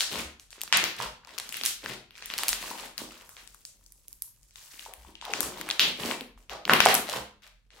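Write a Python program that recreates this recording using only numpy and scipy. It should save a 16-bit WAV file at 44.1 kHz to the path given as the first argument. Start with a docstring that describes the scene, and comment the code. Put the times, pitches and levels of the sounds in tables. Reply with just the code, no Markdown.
"""A lump of crunchy slime, squeezed, stretched and folded by two hands on a wooden table, in a small, bare,
echoing room. Large air pockets burst as sharp pops: a jolt and a tear ring each cavity, the skin adds a snap.
Swarms of tiny ringing pockets, driven by the strokes of the hands, merge into mash, squelch, crackle and fizz.
Trapped air gurgles in gliding puffs; soft weight thumps as decaying low sines. Table and room resonate,
echoes of decaying noise bands follow, and hiss and rumble of shaped noise lie beneath."""
import sys
import numpy as np
from scipy import signal
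from scipy.fft import rfft, irfft, next_fast_len
from scipy.io import wavfile

SR = 44100
rng = np.random.default_rng(int(sys.argv[2]) if len(sys.argv) > 2 else 0)


def output_pcm(signal):
    """Save a mono or channel-first signal as 16-bit PCM at the path in sys.argv[1].

    Samples are clipped to [-1, 1] before scaling.
    """
    pcm = np.clip(np.atleast_2d(signal).T, -1, 1) * 32767
    wavfile.write(sys.argv[1], SR, np.round(pcm).astype(np.int16))


N = 343963
TIME_S = np.arange(N) / SR

# Background noise spectra. Each row: frequency in Hz, relative density in dB.
HISS_SPECTRUM = [(100, 20), (250, 2.5), (550, -11.5), (1200, -6.5), (4000, -15.5), (9000, -19),
                 (16000, -32)]
RUMBLE_SPECTRUM = [(20, -35), (32, -17), (44, 5), (60, -13.5), (85, -14), (140, -17), (300, -35),
                   (1000, -78.5), (20000, -120)]
HISS_DB, RUMBLE_DB = -73.5, -66

# Soft weight landing on the table. 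Each row: start in seconds, level in dB, frequency in Hz.
TABLE_THUMPS = [(0.169, -44, 62), (0.251, -42.5, 71), (1.0, -45, 127), (1.055, -44, 54),
                (1.891, -42, 125.8), (2.257, -51, 41), (2.501, -44, 44.5), (4.181, -58, 45.4),
                (4.42, -56.5, 46.24), (4.98, -47, 57.82), (5.049, -49, 67.6), (5.435, -44, 61.52),
                (6.03, -50, 78.85), (6.36, -47.5, 43.95), (6.498, -46.5, 54.05), (7.161, -44, 124.5),
                (7.199, -46, 65.02)]

# Room decay. Each row: frequency in Hz, time to fall 60 dB in seconds.
ROOM_DECAY = [(150, 0.48), (600, 0.3), (1400, 0.37), (3700, 0.36), (8000, 0.24), (15000, 0.23)]
# Colour of the echo. Each row: frequency in Hz, relative level in dB.
ECHO_COLOUR = [(100, -7), (400, -1.5), (1000, -1.5), (3000, -1.5), (8000, 1), (15000, -5)]
# Low resonances of table and room. Each row: frequency in Hz, time to fall 60 dB in seconds, relative level in dB.
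LOW_RESONANCES = [(67, .4, -7.5), (122, 0.4, -7.5), (205.9, 0.71, -6.5), (243.6, 0.5, -7), (433, .4, -15.5)]

# Trapped air leaving a fold. Each row: start in seconds, length in seconds, first Hz, last Hz, level in dB.
AIR_GURGLES = [(1.231, 0.083, 1050, 850, -62), (1.903, .019, 566, 510, -52), (3.01, 0.037, 272.8, 250, -52),
               (4.872, 0.062, 763, 800, -54.5), (5.225, 0.0093, 940, 900, -40.5),
               (5.26, .06, 930, 540, -41.5), (5.385, 0.092, 277.4, 268.4, -46.5),
               (6.127, .023, 2900, 2720, -40.5), (6.208, .02, 279.5, 250, -43),
               (6.515, 0.052, 776, 650, -45), (7.089, 0.0093, 511.6, 477.3, -35)]

# Pitches of the small bursts. Each row: cavity pitch in Hz, relative level per burst in dB.
MASH_PITCHES = [(130, -4.5), (200, -1), (300, 8.5), (480, -1)]
SQUELCH_PITCHES = [(520, 3.5), (750, -4.5), (1000, 8), (1350, -3)]
CRACKLE_PITCHES = [(1450, -3), (2200, 0.2), (3300, 3), (5300, -4.9)]
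FIZZ_PITCHES = [(5700, 1), (7500, 0), (11000, -1.6), (15500, -1)]

# Strokes of the hands. Each row: start in seconds, length in seconds, then levels in dB of palms mashing,
# air squelching, small bubbles crackling, sticky film fizzing.
HAND_STROKES = [(0.0, .025, -56.5, -44, -36, -39), (0.127, 0.088, -42, -44, -42, -48),
                (0.543, .16, -68, -64, -62, -76), (0.745, .1, -44, -50, -47, -64),
                (0.99, .065, -48, -43.5, -42.5, -52.5), (1.278, 0.089, -68, -58, -59, -69.5),
                (1.47, .18, -61.5, -62, -54, -61), (1.846, 0.087, -48, -49, -45, -55.5),
                (2.171, .1, -73, -66, -56, -67.5), (2.31, .2, -61, -53, -50, -58),
                (2.619, 0.094, -50, -46.5, -46, -50), (2.76, .1, -58, -50, -49, -53.5),
                (2.99, 0.043, -51.5, -51, -55, -53), (3.092, 0.13, -68, -60.5, -59, -65.5),
                (4.576, 0.12, -82, -69.5, -66, -60.5), (4.729, .13, -73, -71, -56, -57),
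                (5.0, .11, -64, -70, -67.5, -69), (5.246, 0.064, -57, -51, -50, -63.5),
                (5.335, 0.16, -47, -51, -50.5, -55.5), (5.551, .19, -52, -50, -53.5, -63.5),
                (5.81, .08, -41, -47, -50, -50), (6.01, .11, -42, -45, -41, -48),
                (6.385, 0.043, -77, -84.5, -75, -73.5), (6.516, .035, -49.5, -47, -53, -70),
                (6.694, 0.055, -31, -51.5, -48.5, -47.5), (6.831, .15, -43, -47.5, -49.5, -56.5),
                (7.09, .075, -48.5, -41.5, -40.5, -48.5), (7.434, 0.037, -88.5, -64, -61, -74),
                (7.747, 0.066, -70.5, -61, -64.5, -72)]
# Time to rise or fall 20 dB: a fixed part plus a share of the stroke length.
ATTACK_S, ATTACK_SHARE = .015, .3
RELEASE_S, RELEASE_SHARE = .03, .2

# Slime drawn out into a thinning sheet. Each row: time in seconds, fizz curve in dB.
STRETCHED_SHEET = [(3.25, -60), (3.566, -62.5), (3.688, -68), (3.952, -70), (4.088, -67), (4.5, -71)]
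STRETCH_FADE_S = .06   # per 20 dB
# Sheet level against its fizz curve. Columns: mash, squelch, crackle, fizz, all in dB.
SHEET_MIX_DB = [-13, -16, -13, -5.5]
# Slime settling by itself. Columns: mash, squelch, crackle, fizz, all in dB.
SETTLING_SLIME_DB = [-90, -92, -89, -95]
SLIPS_PER_S, SLIP_DB = 55, 1.76   # uneven yielding under the fingers

# Larger air pockets. Each row: start in seconds, ring in dB, cavity pitch in Hz, cavity Q, snap of the skin in dB,
# left over right in dB, send to the room in dB.
AIR_POCKETS = [(0.007, -17.5, 4200, 2.3, -50, 3, -1), (0.158, -34, 2500, 1.2, -49, 2.5, 9),
               (0.3975, -44, 4560, 0.35, -75.5, -1, 0), (0.5059, -49, 4770, 0.67, -68, 9.5, 9),
               (0.5292, -41, 3670, 1.34, -51, 2, -7.5), (0.609, -41, 4370, 0.96, -49, 1, 8),
               (0.6156, -31.5, 4050, 2.1, -26, 1, -13), (0.635, -40.5, 1370, 0.72, -32, 6, -7.5),
               (0.6776, -38, 2640, 0.78, -48, -3, -9.5), (0.726, -11, 2300, 1.43, -46.5, 1, 5.5),
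               (0.7717, -30.5, 2330, 1.6, -17, -2, -7.5), (0.84, -18.5, 2920, 0.66, -24.5, 7, 2),
               (1.2486, -49, 2360, .9, -63, 12.5, -5), (1.292, -48.5, 2020, .9, -71, 9.5, 7.5),
               (1.3805, -33.5, 2534, 0.43, -39, 14, 4), (1.3851, -27, 5510, .9, -58, 1.5, -11.5),
               (1.3995, -30, 3835, 0.47, -55, -3.5, -3), (1.4916, -35.5, 5690, 1.06, -61, 5.5, 0),
               (1.543, -34.5, 2950, 2.1, -60, 13, 7.5), (1.5249, -33, 2930, 1.5, -31.5, 3, 1.5),
               (1.5697, -36, 2530, 1.5, -31, 3, -2), (1.6123, -30, 2600, 1.2, -62, 0, -3),
               (1.6359, -23.5, 3530, 1.3, -29, 5, 5.5), (1.6524, -33, 3000, 1.1, -23, -5.5, 4),
               (1.661, -19.5, 5305, 1.07, -22, -2.5, -2.5), (1.8604, -27.5, 1880, 1.7, -55, 2, -3),
               (2.108, -47, 2710, 1.9, -56, 4, 1), (2.1542, -47, 2637, 2.1, -69, 8, -33),
               (2.2237, -37, 2410, 1.36, -67, 4, 4.5), (2.2587, -33.5, 8000, 0.65, -65, 4, -3),
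               (2.3804, -27.5, 4570, 1.5, -27.5, -0.5, -15), (2.3012, -30.5, 2388, 2, -58, 1, 3.5),
               (2.338, -27, 3720, 1.4, -31.5, 2.5, -5), (2.387, -24, 4000, 0.9, -29, 0.5, 2),
               (2.4345, -23, 2290, 1.1, -24, 1, -5), (2.4832, -19, 4097, 1.28, -15.5, -2, -1),
               (2.4908, -31, 1850, 1.3, -17.5, 3, -11), (2.5303, -21, 2650, 0.65, -41, 1.5, -3),
               (2.9798, -27.5, 3806, 1.43, -31.5, 6.5, -1), (3.2922, -49, 1234, 3.6, -44.5, 3, 2),
               (3.3674, -43, 2050, 0.76, -82, 2, 6.5), (3.4753, -44, 4565, 0.89, -70, 9.5, -5.5),
               (3.546, -51, 1300, 2.4, -48, 5, -6), (3.652, -36, 7090, 1.33, -58, -0.5, -2.5),
               (3.863, -51, 6550, 3.5, -62, 6, -5), (3.922, -48, 9990, 3.05, -63, -8, -3.5),
               (4.0824, -41.5, 11600, 3.95, -52.5, -7, -5.5), (4.129, -42, 12000, 4.6, -47.5, -1.5, -7.5),
               (4.2216, -28.5, 11600, 7.8, -42.5, -9, -4), (4.4311, -59.5, 6700, 2.2, -73, 13, 1),
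               (4.5089, -55.5, 4053, 0.96, -72, 2, 2), (4.5579, -46, 3733, 1.06, -69, 15, 5.5),
               (4.7942, -43, 2800, 4.1, -65, 18, 2), (4.8622, -38, 903, 8, -57.5, 2, -7),
               (4.9373, -44.5, 2986, 0.64, -42, 15, 1), (5.0487, -47, 910, 4.1, -72, 3.5, 1.5),
               (5.1538, -41.5, 2906, 3.6, -78, 6.5, -1.5), (5.2136, -39.5, 3030, 1.7, -69.5, 10, 5.5),
               (5.2524, -39, 3750, 1.8, -43, 14, -13), (5.3365, -21.5, 2266, 0.44, -46, 7, -1.5),
               (5.406, -34.5, 900, 1.47, -23.5, 17.5, 1.5), (5.4302, -32, 1235, 2.9, -28, 2, 0.5),
               (5.5746, -40.5, 3170, 0.78, -43, 0.5, 10), (5.6127, -33.5, 1469, 1, -32, 5.5, -22),
               (5.6895, -29, 1749, 0.83, -34.5, -2, 3.5), (5.702, -22.5, 3597, 3.4, -42, 4, -6),
               (5.7109, -21, 3460, 3.3, -51.5, 2.5, -10), (5.7951, -10, 3200, 2.37, -21, 0, 4.5),
               (6.0906, -31, 590, 3.7, -54, -4.5, 0), (6.1123, -24.5, 2600, 1.41, -43, 5.5, -19.5),
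               (6.2094, -31.5, 2780, .9, -34.5, 2.5, -6), (6.3764, -53, 761.3, 0.95, -80, -4.5, -1),
               (6.4961, -36.5, 2199, 0.41, -46.5, 8.5, 7.5), (6.653, -25.5, 2567, 0.99, -36.5, 2, -6.5),
               (6.6785, -28, 1007, 0.8, -43.5, 0, -11), (6.696, -8.5, 1260, 1.5, -49, -1.5, 3),
               (6.7352, -7.5, 2470, 1.4, -15, 7.5, -3.5), (6.8038, -5.5, 2355, 0.97, -16.5, 8.5, -3.5),
               (6.8378, -23.5, 2479, 1.25, -52, -2.5, 3.5), (6.8545, -16.5, 4390, 0.94, -25, 6.5, -4.5),
               (6.8605, -5.5, 759, 3.13, -24, -4, -2.5), (6.8694, -14.5, 1990, 0.58, -54, 1.5, -4.5),
               (6.8869, -16.5, 1837, 0.57, -25.5, -3, 8), (6.9428, -19.5, 11500, 3.4, -23, 7.5, -1),
               (6.9513, -24, 2311, 0.84, -12.5, -6.5, -15), (7.4212, -58.5, 2017, 0.96, -71.5, 6, 14.5),
               (7.7051, -54, 2761, 1.3, -80, 7, 7.5)]

CUTOFF_HZ = 15800


def from_db(db):
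    """Decibels to gain."""
    return 10 ** (np.asarray(db) / 20)


def rms_one(x):
    """Scale to rms 1."""
    return x / np.sqrt(np.mean(x ** 2) + 1e-30)


def unit_energy(x):
    """Scale a short sound to energy 1 in each channel."""
    return x / np.sqrt(np.sum(x ** 2, axis=-1, keepdims=True) + 1e-30)


def at_hz(points, hz):
    """Read a table on a log-frequency axis."""
    known_hz, values = np.transpose(points)
    return np.interp(np.log(np.maximum(hz, 1)), np.log(known_hz), values)


def cut(x, hz, kind, order=2):
    """Butterworth filter."""
    sos = signal.butter(order, np.minimum(hz, .45 * SR), kind, fs=SR, output="sos")
    return signal.sosfilt(sos, x)


def drift(per_s):
    """Slow random wandering of rms 1."""
    knots = rng.standard_normal(4000)
    return rms_one(np.interp(TIME_S * per_s, np.arange(len(knots)), knots))


def add(track, start_s, sound):
    """Mix a sound in at its moment."""
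    start = max(round(start_s * SR), 0)
    part = sound[..., :track.shape[-1] - start]
    track[..., start:start + part.shape[-1]] += part


def coloured(spectrum):
    """Two unrelated channels of steady noise with the given spectrum, rms 1."""
    size = next_fast_len(N, True)
    gain = from_db(at_hz(spectrum, np.fft.rfftfreq(size, 1 / SR)))
    noise = irfft(rfft(rng.standard_normal((2, size))) * gain, size)
    return rms_one(noise[:, :N])


def quiet_background():
    """Unrelated hiss in the two channels over a nearly central rumble."""
    centre, side = coloured(RUMBLE_SPECTRUM)
    rumble = centre + .15 * side * [[1], [-1]]
    return from_db(HISS_DB) * coloured(HISS_SPECTRUM) + from_db(RUMBLE_DB) * rumble


def room(x, build_s=0.00067, hold_s=0.054, alike_hz=900):
    """A bright early reflection, then a dense tail, decaying band by band and alike at both ears in the bass."""
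    t, hz = np.arange(SR) / SR, np.fft.rfftfreq(SR, 1 / SR)
    first_echo_s = .0053
    mid, side = rfft(rng.standard_normal((2, SR)))
    alike = 1 / (1 + (hz / alike_hz) ** 2)
    field = np.sqrt(1 + alike) * mid + np.sqrt(1 - alike) * side * [[1], [-1]]
    field = field * from_db(at_hz(ECHO_COLOUR, hz))
    swell = 1 - np.exp(-np.maximum(t - first_echo_s, 0) / build_s)
    reflection = signal.unit_impulse(SR, round(first_echo_s * SR))
    response = from_db(-14) * cut(reflection, 7000, "high")
    edges_hz = np.r_[0, np.geomspace(150, SR / 2, 14)]
    for low_hz, high_hz in zip(edges_hz, edges_hz[1:]):
        t60_s = at_hz(ROOM_DECAY, (low_hz + high_hz) / 2)
        # nearly level at first, then falling
        decay = unit_energy(swell * from_db(-60 * np.hypot(t, hold_s) / t60_s))
        band = irfft(field * ((hz >= low_hz) & (hz < high_hz)), SR)
        response = response + band * decay / np.sqrt(2)
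    return signal.fftconvolve(x, response, axes=1)[:, :N]


def booms(x):
    """Pressing sets the low resonances of table and room ringing as decaying sines."""
    t = np.arange(SR) / SR
    response = np.zeros(SR)
    for hz, t60_s, level_db in LOW_RESONANCES:
        ring = np.sin(2 * np.pi * hz * t) * from_db(-60 * t / t60_s)
        response += from_db(level_db) * unit_energy(ring)
    return signal.fftconvolve(x.mean(0), response)[:N]


def thumps(rise_s=0.0047, t60_s=.35):
    """The table gives a dull, slowly starting swing under the soft weight."""
    out, t = np.zeros(N), np.arange(SR // 2) / SR
    for start_s, level_db, hz in TABLE_THUMPS:
        envelope = from_db(level_db - 60 * t / t60_s) * (1 - np.exp(-t / rise_s))
        add(out, start_s, envelope * np.sin(2 * np.pi * hz * t))
    return out


def cavity(push, hz, q):
    """An opened air pocket rings for a few cycles; the soft wall dulls all far above its pitch."""
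    hz = min(hz, .42 * SR)
    b, a = signal.iirpeak(hz, max(q, hz / (.4 * SR)), fs=SR)
    ringing = signal.lfilter(b, a, push + 1e-18)
    return cut(ringing, 3 * hz, "low")


def gurgles(puffs_per_s=160, q=7, waver_db=2.0):
    """Air escapes in quick uneven puffs, each ringing a pocket whose pitch glides as the fold moves."""
    out = np.zeros(N)
    for start_s, length_s, first_hz, last_hz, level_db in AIR_GURGLES:
        chance = rng.standard_normal((24, 3))
        puffs = max(round(length_s * puffs_per_s), 1)
        for k, (late, detune, strength) in enumerate(chance[:puffs]):
            along = np.clip((k + 0.31 * late) / puffs, 0, 1)
            hz = first_hz * (last_hz / first_hz) ** along * from_db(waver_db * detune)
            puff = unit_energy(cavity(signal.unit_impulse(1024), hz, q))
            gain = np.sqrt(SR / puffs_per_s) * from_db(level_db + 2 * strength)
            add(out, start_s + along * length_s, puff * gain)
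    return out


def held(start_s, end_s, attack_s, release_s):
    """Envelope in dB: swell, hold at 0, let go; the times are per 20 dB."""
    before = np.clip((start_s - TIME_S) / attack_s, 0, 6)
    after = np.clip((TIME_S - end_s) / release_s, 0, 6)
    return -20 * (before + after)


def kneading():
    """Level in dB of each swarm: the strongest of strokes, stretched sheet and settling slime, made uneven."""
    times_s, sheet_db = np.transpose(STRETCHED_SHEET)
    sheet = np.interp(TIME_S, times_s, sheet_db)
    sheet = sheet + held(times_s[0], times_s[-1], STRETCH_FADE_S, STRETCH_FADE_S)
    levels_db = np.maximum(np.c_[SETTLING_SLIME_DB], sheet + np.c_[SHEET_MIX_DB])
    for start_s, length_s, *swarm_db in HAND_STROKES:
        attack_s = ATTACK_S + ATTACK_SHARE * length_s
        release_s = RELEASE_S + RELEASE_SHARE * length_s
        push = held(start_s, start_s + length_s, attack_s, release_s)
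        levels_db = np.maximum(levels_db, push + np.c_[swarm_db])
    return levels_db + SLIP_DB * drift(SLIPS_PER_S)


def bursts(level_db, pitches, per_s, spread_db, q, pan_db, count=10):
    """A swarm of tiny pockets of random size, pitch and place; a harder squeeze bursts more of them, in clumps."""
    # per_s is the rate at -49 dB, before clumping
    rate = per_s * from_db((level_db + 49) / 4 + 3 * drift(60))
    born = np.flatnonzero(rng.random(N) < rate / SR)
    size, pan, sign, kind = rng.random((len(born), 4)).T
    size = from_db(spread_db * np.minimum(-np.log(1 - size), 3.2)) * np.sign(sign - .5)
    # rarer bursts are made stronger, so that the swarm follows level_db
    size = rms_one(size) * np.sqrt(SR / rate[born]) * from_db(level_db[born])
    sides = from_db(pan_db * (2 * pan - 1) * np.array([[1], [-1]]))
    centres_hz = np.geomspace(pitches[0][0], pitches[-1][0], count)
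    gains = rms_one(from_db(at_hz(pitches, centres_hz)))
    out = np.zeros((2, N))
    for k, (hz, gain) in enumerate(zip(centres_hz, gains)):
        mine = (kind * count).astype(int) == k
        length = round(12 * SR / hz)   # twelve cycles
        ring = cavity(signal.unit_impulse(length), hz, q)
        shape = gain * unit_energy(cut(ring, hz / 2, "high"))
        where = (born[mine, None] + np.arange(length)).ravel()
        for channel, side in zip(out, sides):
            rings = np.outer((size * side)[mine], shape).ravel()
            channel += np.bincount(where, rings, N)[:N]
    return out


def placed(sound, pan_db, lag_s):
    """Place a source by level and arrival time; a positive lag delays the right channel."""
    lag = round(lag_s * SR)
    pair = [np.roll(sound[0], max(-lag, 0)), np.roll(sound[1], max(lag, 0))]
    return np.array(pair) * from_db([[pan_db / 2], [-pan_db / 2]])


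def pop(push, ring_db, hz, q, snap_db, low_cut_hz=200, snap_hz=5600):
    """A push rings the cavity, and the bursting skin adds a bright snap; levels are rms over 3 ms."""
    ring = unit_energy(cut(cavity(push, hz, q), low_cut_hz, "high", order=1))
    snap = unit_energy(cut(cut(push + 1e-18, snap_hz, "high"), 14000, "low"))
    return np.sqrt(.003 * SR) * (from_db(ring_db) * ring + from_db(snap_db) * snap)


def pops(count=2):
    """Each pocket gives way with a jolt and a short tear of its skin; returns near sound and alternating room feeds."""
    near, sent = np.zeros((2, N)), np.zeros((count, 1, N))
    t = np.arange(512) / SR
    jolt = 1.0 * (t == 0)
    for k, (start_s, ring_db, hz, q, snap_db, pan_db, room_db) in enumerate(AIR_POCKETS):
        rip = rng.standard_normal((2, len(t)))
        tear = unit_energy((rip + .6 * rip[::-1]) * np.exp(-t / .0011))
        lag_s = .00003 + .000008 * pan_db + .00002 * rng.standard_normal()
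        sound = pop(np.vstack([jolt + tear, jolt]), ring_db, hz, q, snap_db)
        add(near, start_s, placed(sound[:2], pan_db, lag_s))
        # for a smooth echo, the room feed is ring and snap of the jolt alone
        add(sent[k % count], start_s, sound[2] * from_db(room_db))
    return near, sent


def scene():
    """Pops, gurgles and swarms of small bursts under the hands, in the room, over its quiet background."""
    mash_db, squelch_db, crackle_db, fizz_db = kneading()
    mash = bursts(mash_db, MASH_PITCHES, per_s=500, spread_db=7, q=2.1, pan_db=3.0, count=6)
    squelch = bursts(squelch_db, SQUELCH_PITCHES, per_s=600, spread_db=6.0, q=4.6, pan_db=5.5, count=7)
    crackle = bursts(crackle_db, CRACKLE_PITCHES, per_s=650, spread_db=1.5, q=4.2, pan_db=9)
    fizz = bursts(fizz_db, FIZZ_PITCHES, per_s=2600, spread_db=4, q=2.2, pan_db=12, count=7)
    # sparser, middling pockets tick out of the crackle
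    ticks = bursts(crackle_db, CRACKLE_PITCHES, per_s=55, spread_db=3.0, q=0.61, pan_db=8, count=5)
    ticks = from_db(-5.5) * ticks
    swarm = mash + squelch + crackle + fizz + gurgles()
    near, sent = pops()
    # pops alternate between two random echo patterns; the swarm has a third
    pop_echoes = sum(room(feed) for feed in sent)
    swarm_echoes = from_db(-1.0) * room(swarm + .5 * ticks)
    resonance = booms(from_db(-21.5) * mash + from_db(-9.5) * near)
    slime = near + swarm + ticks + pop_echoes + swarm_echoes + resonance + thumps()
    return slime * from_db([[.6], [-.6]]) + quiet_background()


def record(dry):
    """The loudest pops overload the input softly; a steep low-pass cuts the top."""
    overloaded = .85 * np.tanh(dry / .85)
    return signal.sosfilt(signal.ellip(10, .1, 80, CUTOFF_HZ, fs=SR, output="sos"), overloaded)


dry = scene()
out = record(dry)
output_pcm(out)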